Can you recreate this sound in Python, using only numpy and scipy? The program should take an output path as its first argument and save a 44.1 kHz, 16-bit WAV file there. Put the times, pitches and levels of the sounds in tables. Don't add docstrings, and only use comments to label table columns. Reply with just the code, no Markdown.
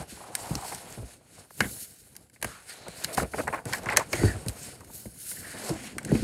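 import sys
import numpy as np
from scipy import signal
from scipy.fft import rfft, irfft, next_fast_len
from scipy.io import wavfile
from scipy.ndimage import uniform_filter1d

SR = 44100
rng = np.random.default_rng(int(sys.argv[2]) if len(sys.argv) > 2 else 0)


def volts_from_decibels(level):
    exponent = np.asarray(level, float) / 20
    return 10 ** exponent


def to_wav(sig):
    pcm = np.clip(np.atleast_2d(sig), -1, 1) * 32767
    pcm = np.round(pcm).astype(np.int16)
    wavfile.write(sys.argv[1], SR, pcm.T)


N = 274783


def rms_one(x):
    return x / np.sqrt(np.mean(x ** 2) + 1e-20)


def peak_one(x):
    return x / (np.abs(x).max() + 1e-20)


def decay(t, t60_s):
    return volts_from_decibels(-60 * t / t60_s)


def onset(t, rise_s):
    return 1 - np.exp(-t / rise_s)


def add(out, s, sound):
    i = max(round(s * SR), 0)
    out[i:i + len(sound)] += sound[:N - i]


def drift(rate_hz):
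    step = 20
    r = np.exp(-2 * np.pi * rate_hz * step / SR)
    settle = 4000
    noise = rng.standard_normal(N // step + settle + 2)
    slow = signal.lfilter([1], [1, -2 * r, r * r], noise)[settle:]
    return np.interp(np.arange(N) / step, np.arange(len(slow)), rms_one(slow))


def resonance(x, hz, width_hz):
    r = np.exp(-np.pi * width_hz / SR)
    poles = [1, -2 * r * np.cos(2 * np.pi * hz / SR), r * r]
    return signal.lfilter([(1 - r * r) / 2, 0, (r * r - 1) / 2], poles, x)


def double_resonance(x, hz, width_hz):
    return resonance(resonance(x, hz, width_hz), hz, width_hz)


def coloured(x, spectrum):
    hz, level_db = np.transpose(spectrum)
    size = next_fast_len(len(x))
    bins_hz = np.fft.rfftfreq(size, 1 / SR) + 1e-3
    gain = volts_from_decibels(np.interp(np.log(bins_hz), np.log(hz), level_db, -90, -90))
    return rms_one(irfft(rfft(x, size) * gain, size)[:len(x)])


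def friction(spectrum, grain_db, flutter_db, flutter_hz):
    grain_size = np.minimum(rng.exponential(1, N), 4)
    grains = rng.standard_normal(N) * volts_from_decibels(grain_db * grain_size)
    return rms_one(coloured(grains, spectrum) * volts_from_decibels(flutter_db * drift(flutter_hz)))


def movements(rows, own_db, rest_db):
    fade_db, bend = 15, 1.21
    t = np.arange(0, N + 40, 40) / SR
    out = np.full(len(t), volts_from_decibels(rest_db))
    for (s, db, rise_s, fall_s, _), own in zip(rows, own_db):
        away = np.maximum((s - t) / max(rise_s, .01), (t - s) / max(fall_s, .01))
        out += volts_from_decibels(db + own - fade_db * away ** bend)
    return np.interp(np.arange(N) / SR, t, out)


# [t/s, hiss/dB, rise/s, fall/s, lightness/dB]
STROKES = [(0.0, -43.5, .03, 0.059, -19), (0.1, -44.5, 0.018, 0.31, -19.5),
           (0.4, -43.5, 0.067, 0.51, -17), (0.69, -42.5, 0.18, 0.2, -19),
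           (0.93, -49, 0.097, 0.076, -18), (1.135, -50, 0.14, 0.034, -20),
           (1.392, -50.5, 0.12, 0.076, -20), (1.614, -42.5, 0.08, 0.3, -7),
           (1.7, -61, 0.17, 0.38, 1), (1.831, -41, 0.11, 0.033, -7), (1.92, -63.5, 0.041, 0.4, -13),
           (2.341, -57.5, 0.013, 0.045, -18), (2.457, -45.5, 0.033, 0.25, -22),
           (2.7, -42, 0.03, 0.084, -23), (2.83, -57, 0.067, 0.33, -32),
           (2.241, -66, 0.78, 0.044, -17),
           (2.972, -46, 0.043, 0.11, -12), (3.046, -50, 0.15, 0.087, -34),
                   (3.2, -43.5, 0.2, 0.078, -14), (3.39, -39, 0.085, 0.098, -15),
                   (3.56, -49, 0.098, .06, -10), (3.67, -46.5, 0.0082, 0.2, -18),
                   (3.751, -38.5, 0.065, 0.041, -15), (3.92, -41, 0.057, 0.034, -35),
                   (3.986, -34.5, 0.01, 0.052, -22), (4.137, -39, 0.026, 0.32, -22),
                   (4.26, -42, 0.21, 0.094, -17), (4.497, -55, 0.058, 0.071, -4),
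                   (4.645, -41, 0.11, .15, -17.5), (4.948, -43, 0.062, 0.13, -3),
                   (5.29, -39, 0.15, 0.15, -3.5), (5.69, -39.5, 0.31, 0.037, -21),
                   (5.87, -44, 0.32, 0.093, -19), (6.0, -59, 0.017, .4, -22),
                   (6.149, -41, 0.085, 0.35, -26)]


def touch(base_db, per_lightness_db):
    rows = np.array(STROKES)
    still_db = -91 + base_db - 8 * per_lightness_db
    return movements(rows, base_db + per_lightness_db * rows[:, -1], still_db)


# [f/Hz, density/dB]
PAPER_SPECTRUM = [(1760, -34), (3000, -7.5), (3240, -15.5), (4020, -5), (4520, -2.5), (4910, -5.5),
                  (5450, -3.5), (5930, -10), (6400, -3), (7510, -4), (8160, -1.5), (10500, -2.5),
                  (12400, -8.5), (14800, -17.5), (15800, -17)]
# [f/Hz, level added/dB]
HISS_PARTS = [
    (4500, 5),
    (8300, -2),
    (13200, 8.5),
]


def fingers():
    patchy_db, patchy_hz = 1.6, 6.4
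    size = next_fast_len(N)
    hiss = rfft(friction(PAPER_SPECTRUM, grain_db=3.0, flutter_db=1.5, flutter_hz=27.8), size)
    part_hz, offset_db = np.transpose(HISS_PARTS)
    gains = [touch(-11, -0.091), touch(0, 0), touch(-1, 0.66)]
    levels_db = 20 * np.log10(gains) + offset_db[:, None]
    centres = np.log(np.geomspace(3200, 15500, num=12))
    bins = np.log(np.fft.rfftfreq(size, 1 / SR) + 1)
    out = np.zeros(N)
    for centre, window in zip(centres, np.eye(len(centres))):
        shares = [np.interp(centre, np.log(part_hz), row) for row in np.eye(len(part_hz))]
        hiss_band = irfft(hiss * np.interp(bins, centres, window), size)[:N]
        out += volts_from_decibels(shares @ levels_db + patchy_db * drift(patchy_hz)) * hiss_band
    return out


# [start/s, stop/s, end level/dB, swell/dB]
SWIPES = [
    (3.126, 3.155, -28.5, 13),
    (3.172, 3.238, -43, -12),
    (3.036, 3.047, -30, 4),
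    (3.3, 3, -38, 2),
]


def swipes():
    out, t = np.zeros(N), np.arange(N) / SR
    hiss = friction(PAPER_SPECTRUM, grain_db=0.0, flutter_db=-1.5, flutter_hz=60)
    for start, stop, end_db, swell_db in SWIPES:
        gate = np.clip((t - start) / 0.0024, 0, 1) * np.clip((stop - t) / 0.0063, 0, 1)
        left = np.clip((stop - t) / (stop - start), 0, 1)
        out += gate * volts_from_decibels(end_db - swell_db * left) * hiss
    return out


# [t/s, peak level/dB, ring f/Hz, sheet body level/dB]
SNAPS = [(0.3516, -13.5, 8700, -31), (0.5531, -17, 5200, -45), (0.7469, -26.5, 8050, -47),
         (0.9248, -32, 7000, -58), (1.506, -46, 10900, -52), (1.605, -14, 4400, -14.5),
         (1.6424, -48, 12100, -31.5), (2.1647, -30, 9700, -55), (2.426, -20, 10100, -28),
         (2.4445, -19, 9100, -23), (3.045, -13.5, 4270, -32), (3.654, -27, 8340, -43),
         (3.726, -29, 4180, -28), (3.733, -16, 4270, -38), (3.8582, -31.5, 6610, -33),
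         (3.8869, -32, 3780, -20.5), (3.9, -30, 4200, -30), (3.9638, -22, 3570, -21),
         (3.9703, -.5, 6240, -14.5), (3.995, -27, 7900, -39), (4.13, -15.5, 4500, -26),
         (4.154, -25, 6880, -32), (4.4837, -18.5, 9150, -53), (4.4936, -28.5, 7950, -44),
         (5.3135, -37, 3700, -39.5), (5.6922, -27, 4800, -38), (5.9821, -21, 8440, -27.5),
         (6.0487, -25.5, 7700, -38), (6.0916, -38, 6770, -55), (6.1195, -34, 9700, -48)]
# [t/s, peak level/dB]
TICKS = [(0.025, -33), (0.228, -56), (0.58, -36), (1.116, -48), (1.767, -48), (1.231, -74), (1.2965, -65),
         (1.916, -52), (2.153, -40), (2.266, -58), (2.2977, -46.5), (2.3316, -52), (2.4147, -37),
         (2.695, -35), (2.8818, -31), (3.477, -29), (3.783, -32), (3.834, -34), (4.462, -32.5),
         (4.806, -41), (4.8456, -41), (5.057, -39.5), (6.03, -36), (3.172, -30), (3.18, -30), (3.388, -34),
         (3.399, -34), (3.543, -36), (3.843, -37), (3.922, -33), (3.931, -32), (2.49, -40)]
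# [f/Hz, width/Hz, level/dB]
SHEET_MODES = [(1560, 200, 0), (2200, 250, -1), (1000, 800, -5), (2850, 500, -6)]


def snaps():
    tick_hz, tick_body_db = 8200, -12
    tail_db = -25.0
    out, t = np.zeros(N), np.arange(3000) / SR
    edges = SNAPS + [(s, db, tick_hz, db + tick_body_db) for s, db in TICKS]
    chance = rng.standard_normal((len(edges), 2, len(t)))
    high = signal.butter(2, [2600, 11000], "band", fs=SR, output="sos")
    dull = signal.butter(4, 3200, fs=SR, output="sos")
    for (s, peak_db, hz, body_db), (a, b) in zip(edges, chance):
        t60_s = 0.014 * volts_from_decibels(0.17 * np.clip(body_db - peak_db + 19, -15, 15))
        fall = decay(t, t60_s) + volts_from_decibels(tail_db) * decay(t, 0.12)
        crackle = a * fall * onset(t, 0.00027)
        bright = signal.sosfilt(high, crackle) + 2.7 * resonance(crackle, hz, 1040)
        bright = bright - .6 * resonance(bright, 3500, 600)
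        add(out, s, volts_from_decibels(peak_db) * peak_one(bright))
        push_fall = volts_from_decibels(-45 * t / t60_s) + volts_from_decibels(tail_db) * decay(t, 0.25)
        push = b * push_fall * onset(t, 0.00043)
        body = np.zeros(len(t))
        for k, (mode_hz, width_hz, db) in enumerate(SHEET_MODES):
            body += volts_from_decibels(db) * peak_one(resonance(push, mode_hz, width_hz)) * (-1) ** k
        add(out, s, volts_from_decibels(body_db + 3.5) * peak_one(signal.sosfilt(dull, body)))
    return out


# [t/s, peak level/dB, centre f/Hz, t60/s]
FLAPS = [(0.719, -29, 810, 0.063), (1.603, -39, 1600, 0.089), (1.647, -43, 856, 0.091),
         (2.36, -45, 1920, 0.045), (2.445, -49, 1510, 0.09), (3.08, -33, 610, 0.48),
         (3.177, -13.5, 806, 0.045), (3.196, -20, 1350, 0.07), (3.227, -25, 513, 0.045),
         (3.343, -30, 700, 0.05), (3.38, -21.5, 600, 0.068), (3.392, -19, 610, 0.055),
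         (3.471, -19, 900, 0.066), (3.533, -18, 970, 0.073), (3.542, -24.5, 1450, 0.11),
         (3.575, -31, 1390, 0.094), (3.653, -28.5, 454, 0.12), (3.733, -16.5, 1690, 0.12),
         (3.866, -23.5, 1150, 0.049), (3.888, -21.5, 2100, 0.076), (3.906, -23, 900, 0.14),
         (1.033, -63, 480, 0.045), (3.971, -8, 1740, 0.03), (3.994, -21, 980, 0.092),
         (4.131, -18.5, 2010, 0.049), (4.233, -28, 500, 0.038), (4.808, -44, 990, 0.037),
         (4.33, -36, 550, 0.29), (4.899, -44, 880, 0.027), (6.151, -28.5, 2350, 0.059),
         (3.172, -28, 1910, 0.025), (3.243, -31.5, 517, 0.064), (3.334, -26, 430, .06),
         (3.387, -28, 1940, 0.03), (3.401, -23.5, 1280, 0.044), (3.426, -39, 800, 0.074),
         (3.479, -20, 1640, 0.037), (3.498, -31.5, 620, 0.041), (3.526, -23, 900, .05),
         (3.587, -30.5, 900, 0.072), (3.676, -33, 447, 0.16), (3.835, -42, 750, .06),
         (3.858, -30, 1300, 0.044), (3.921, -21, 1900, .08), (3.93, -23, 1000, 0.089),
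         (3.979, -20, 593, 0.057), (4.013, -31, 1000, .06), (4.025, -39, 1600, 0.057)]


def flaps():
    lumpy_db, rise_cycles = 2, 2.4
    out, t = np.zeros(N), np.arange(8000) / SR
    chance = rng.standard_normal((len(FLAPS), 2, len(t)))
    upper = signal.butter(3, [750, 2500], "band", fs=SR, output="sos")
    lower = signal.butter(2, [250, 750], "band", fs=SR, output="sos")
    dull = signal.cheby2(4, 15, 3000, fs=SR, output="sos")
    for (s, peak_db, hz, t60_s), (a, b) in zip(FLAPS, chance):
        fall = decay(t, max(t60_s, .02))
        lumps = volts_from_decibels(lumpy_db * rms_one(uniform_filter1d(b, size=120)))
        puff = a * np.abs(a) ** .5 * lumps * fall * onset(t, rise_cycles / hz)
        top = min(hz / 1600, .7) * signal.sosfilt(upper, puff * fall ** .4)
        broad = top - .55 * signal.sosfilt(lower, puff)
        centre = 1.5 * double_resonance(puff, hz, .5 * hz)
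        add(out, s, volts_from_decibels(peak_db) * peak_one(signal.sosfilt(dull, broad + centre)))
    return out


# [t/s, peak level/dB, ring f/Hz, t60/s]
BUMPS = [(0.507, -20.5, 145.5, 0.079), (0.559, -26, 119, 0.056), (0.975, -33, 113.4, 0.21),
         (3.864, -30.5, 110, 0.095), (1.028, -31, 57, 0.09), (1.604, -21.5, 308, 0.061),
         (1.618, -27.5, 82.3, 0.11), (1.612, -24, 200, .1), (1.652, -30, 190, .12), (1.59, -38, 150, .06),
         (5.384, -40, 120, .06), (2.445, -29.5, 106.5, 0.092), (2.883, -34, 169, 0.065),
         (3.179, -20.5, 117, 0.052), (3.209, -29, 111, 0.13), (3.384, -29.5, 297, 0.16),
         (3.655, -30.5, 123, 0.087), (0.121, -37.5, 215, 0.071), (4.232, -15, 300, 0.057),
         (4.137, -21.5, 330, 0.06), (4.196, -24, 103, 0.2), (4.238, -10, 99, 0.13), (4.348, -29, 89, 0.14),
         (4.462, -24.5, 172.4, 0.067), (4.487, -26, 61, 0.078), (5.059, -28, 207, 0.063),
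         (5.7, -23.5, 157, 0.075), (5.706, -20, 320, 0.12), (3.046, -35.5, 151, 0.063),
         (5.966, -37, 225, 0.087), (6.117, -19.5, 298, 0.065), (6.125, -10, 112, 0.06),
         (6.149, -13.5, 215, 0.095), (6.224, -15.5, 140, 0.17), (0.0, -33, 150, .08),
         (0.53, -30, 131, 0.09), (4.215, -22, 294, 0.074), (4.29, -32, 97, .1), (4.471, -26, 95, 0.055),
         (6.095, -25.5, 200, 0.18), (6.195, -26, 110, 0.18), (5.693, -26.5, 427, 0.066),
         (3.663, -31.5, 149, 0.033)]
# [f/Hz, level/dB, t60/s]
TABLE_MODES = [(103, -3.5, 0.14), (215, -14.5, 0.13), (63, -14, 0.35)]


def bumps():
    drop_s = .004
    out, t = np.zeros(N), np.arange(16000) / SR
    chance = rng.standard_normal((len(BUMPS), len(TABLE_MODES)))
    shake_band = signal.butter(3, [145, 450], "band", fs=SR, output="sos")
    shakes = rms_one(signal.sosfilt(shake_band, rng.standard_normal((len(BUMPS), len(t)))))
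    for (s, peak_db, hz, t60_s), uneven, shake in zip(BUMPS, chance, shakes):
        ring_t60_s = max(t60_s, .03)
        cycles = hz * (t + drop_s * onset(t, 0.0024))
        ring = np.sin(2 * np.pi * cycles) * decay(t, ring_t60_s)
        for (mode_hz, db, mode_t60_s), u in zip(TABLE_MODES, uneven):
            mode_fall = decay(t, mode_t60_s * ring_t60_s / 0.16)
            ring += volts_from_decibels(db + 1.5 * u) * np.sin(2 * np.pi * mode_hz * t) * mode_fall
        ring += .18 * shake * volts_from_decibels(-45 * t / t60_s)
        add(out, s, volts_from_decibels(peak_db) * peak_one(ring * onset(t, 0.0032)))
    return out


# [t/s, peak level/dB, first f/Hz, last f/Hz]
TAPS = [(1.030, -40, 800, 200), (1.506, -44, 1900, 330), (1.763, -48, 1100, 400), (2.427, -32, 1500, 260),
        (2.446, -28, 1500, 300), (2.882, -38, 900, 220), (3.178, -20, 1500, 330), (3.343, -31, 1300, 480),
        (3.972, -18, 2100, 420), (4.134, -31, 900, 280), (4.233, -18, 750, 300), (4.807, -48, 1700, 330),
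        (4.834, -48, 1300, 350), (4.899, -47, 1500, 280), (5.056, -34, 700, 240), (5.313, -48, 1200, 200),
        (5.966, -36, 600, 210), (6.117, -24, 750, 300), (1.606, -22, 1400, 200), (0.551, -33, 600, 200)]


def taps():
    drop_s, t60_s, rise_s = .003, .035, .001
    out, t = np.zeros(N), np.arange(4000) / SR
    for s, peak_db, first_hz, last_hz in TAPS:
        cycles = last_hz * t + (first_hz - last_hz) * drop_s * onset(t, drop_s)
        chirp = np.sin(2 * np.pi * cycles) * decay(t, t60_s) * onset(t, rise_s)
        add(out, s, volts_from_decibels(peak_db) * peak_one(chirp))
    return out


# [t/s, peak level/dB, ring f/Hz]
SLIPS = [(0.17, -38, 820), (0.203, -36, 755), (0.235, -36, 830), (0.282, -42, 850), (0.323, -42, 840),
         (0.348, -50, 961), (0.409, -42, 778), (0.46, -33, 764), (0.509, -33, 830), (0.547, -30, 845),
         (0.582, -32, 830), (0.623, -30, 832), (0.645, -32, 899), (0.72, -31, 690), (0.868, -45, 600),
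         (0.973, -44, 700)]


def slips():
    out, t = np.zeros(N), np.arange(2000) / SR
    for s, peak_db, hz in SLIPS:
        jolt = rng.standard_normal(len(t)) * decay(t, .07) * onset(t, .002)
        add(out, s, volts_from_decibels(peak_db - 1.5) * peak_one(double_resonance(jolt, hz, 400)))
    return out


# [t/s, cover level/dB, rise/s, fall/s, table over cover/dB]
DRAGS = [(0.0, -38, 0.026, 0.039, -3), (0.512, -45.5, 0.32, 0.23, -6.5), (0.93, -52.5, 1, 0.29, -3),
         (1.39, -53.5, 0.055, 0.082, -5), (1.631, -45.5, 0.045, 0.077, 10.5), (1.78, -63.5, .2, 0.3, 0.5),
         (2.2, -66, 0.18, 0.079, 0), (2.44, -51, 0.027, 0.11, 1), (2.87, -53.5, 0.31, 0.039, -12),
         (3.17, -44, 0.29, 0.082, -6.5), (3.223, -36.5, 0.023, 0.034, 5), (3.381, -44.5, 0.063, 0.14, 4.5),
         (3.56, -38, 0.071, 0.042, -11), (3.71, -41.5, 0.048, 0.17, -3), (3.982, -37.5, 0.18, 0.061, -8.5),
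         (4.139, -41, 0.016, 0.39, -1), (4.245, -54, 0.44, 0.12, 10), (4.47, -63.5, 0.13, 0.45, 4),
         (4.85, -62, 0.55, 0.5, 5.5), (5.43, -63, 0.15, 0.34, 11), (5.6, -48.5, 0.18, 0.091, -11),
         (5.702, -38.5, 0.078, 0.055, -21), (5.8, -53.5, 0.14, 0.63, 1.5), (6.17, -46, 0.14, 0.055, 15.5)]
# [f/Hz, density/dB]
COVER_SPECTRUM = [(190, -20.5), (330, -6.5), (415, -5.5), (569, -3.5), (719, -2.5), (859, -8), (1220, -13),
                  (1500, -14.5), (1950, -30), (3300, -120)]
SHEET_SPECTRUM = [(590, -48), (1000, -27), (1230, -15.5), (1420, -5), (1930, -6.5), (2320, -6.5),
                  (3600, -12.5), (4680, -12.5), (7920, -120)]
TABLE_SPECTRUM = [(13, -63), (22, -28), (30, -22), (43, -7), (102, -2), (134, -3.5), (217, -5.5),
                  (439, -14.5), (500, -13), (650, -28), (1100, -120)]


def dragging():
    pushed = movements(DRAGS, np.zeros(len(DRAGS)), rest_db=-89)
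    cover = pushed * friction(COVER_SPECTRUM, grain_db=3.0, flutter_db=2.5, flutter_hz=43.0)
    shaken = touch(-21.5, -0.56) + volts_from_decibels(-16) * pushed
    sheet = shaken * friction(SHEET_SPECTRUM, grain_db=0.5, flutter_db=1.5, flutter_hz=39.0)
    table = movements(DRAGS, np.array(DRAGS)[:, -1], rest_db=-65.5)
    table = table * friction(TABLE_SPECTRUM, grain_db=2.5, flutter_db=2.5, flutter_hz=31.8)
    return cover + sheet + table


# [start/s, stop/s, f/Hz, width/Hz, level/dB]
SINGING = [(4.14, 4.245, 1920, 340, -37), (4.23, 4.36, 1760, 330, -38.5), (4.18, 4.31, 4540, 350, -44),
           (4.14, 4.34, 1530, 230, -42), (5.33, 5.7, 1720, 680, -48.5), (5.72, 5.96, 1920, 1800, -47),
           (2.43, 2.64, 1300, 970, -51), (5.45, 6.07, 234, 120, -47), (2.68, 3.01, 4050, 630, -56.5),
           (0.11, 1.01, 817, 350, -50), (0.09, 0.13, 2400, 1500, -50), (2.68, 2.74, 1700, 900, -48),
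           (2.68, 2.74, 4500, 700, -50), (5.355, 5.385, 1750, 300, -48), (6.07, 6.125, 1750, 600, -44),
           (1.61, 1.67, 2300, 2200, -45), (1.575, 1.6, 2200, 1500, -54)]


def singing():
    out, t = np.zeros(N), np.arange(N) / SR
    air = rng.standard_normal(N) * volts_from_decibels(2.0 * drift(40))
    for start, stop, hz, width_hz, db in SINGING:
        swell = np.sin(np.pi * np.clip((t - start) / (stop - start), 0, 1))
        out += swell * volts_from_decibels(db) * rms_one(double_resonance(air, hz, width_hz))
    return out


# [lag/s, level/dB]
ECHOES = [
    (.0011, -52),
    (.0023, -38),
    (.0047, -22.5),
]


def scene():
    paper = fingers() + swipes() + flaps() + singing()
    combed = paper.copy()
    for lag_s, db in ECHOES:
        add(combed, lag_s, volts_from_decibels(db) * paper)
    return (combed + snaps() + bumps() + taps() + slips() + dragging())[None]


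def low_pass(x):
    return signal.sosfilt(signal.butter(12, 16470, fs=SR, output="sos"), x)


def record(dry):
    x = signal.sosfilt(signal.butter(4, 45, "high", fs=SR, output="sos"), dry)
    x = .8 * np.tanh(x / .8)
    x = signal.sosfilt(signal.cheby2(8, 40, 16600, fs=SR, output="sos"), x)
    return low_pass(x)


dry = scene()
out = record(dry)
to_wav(out)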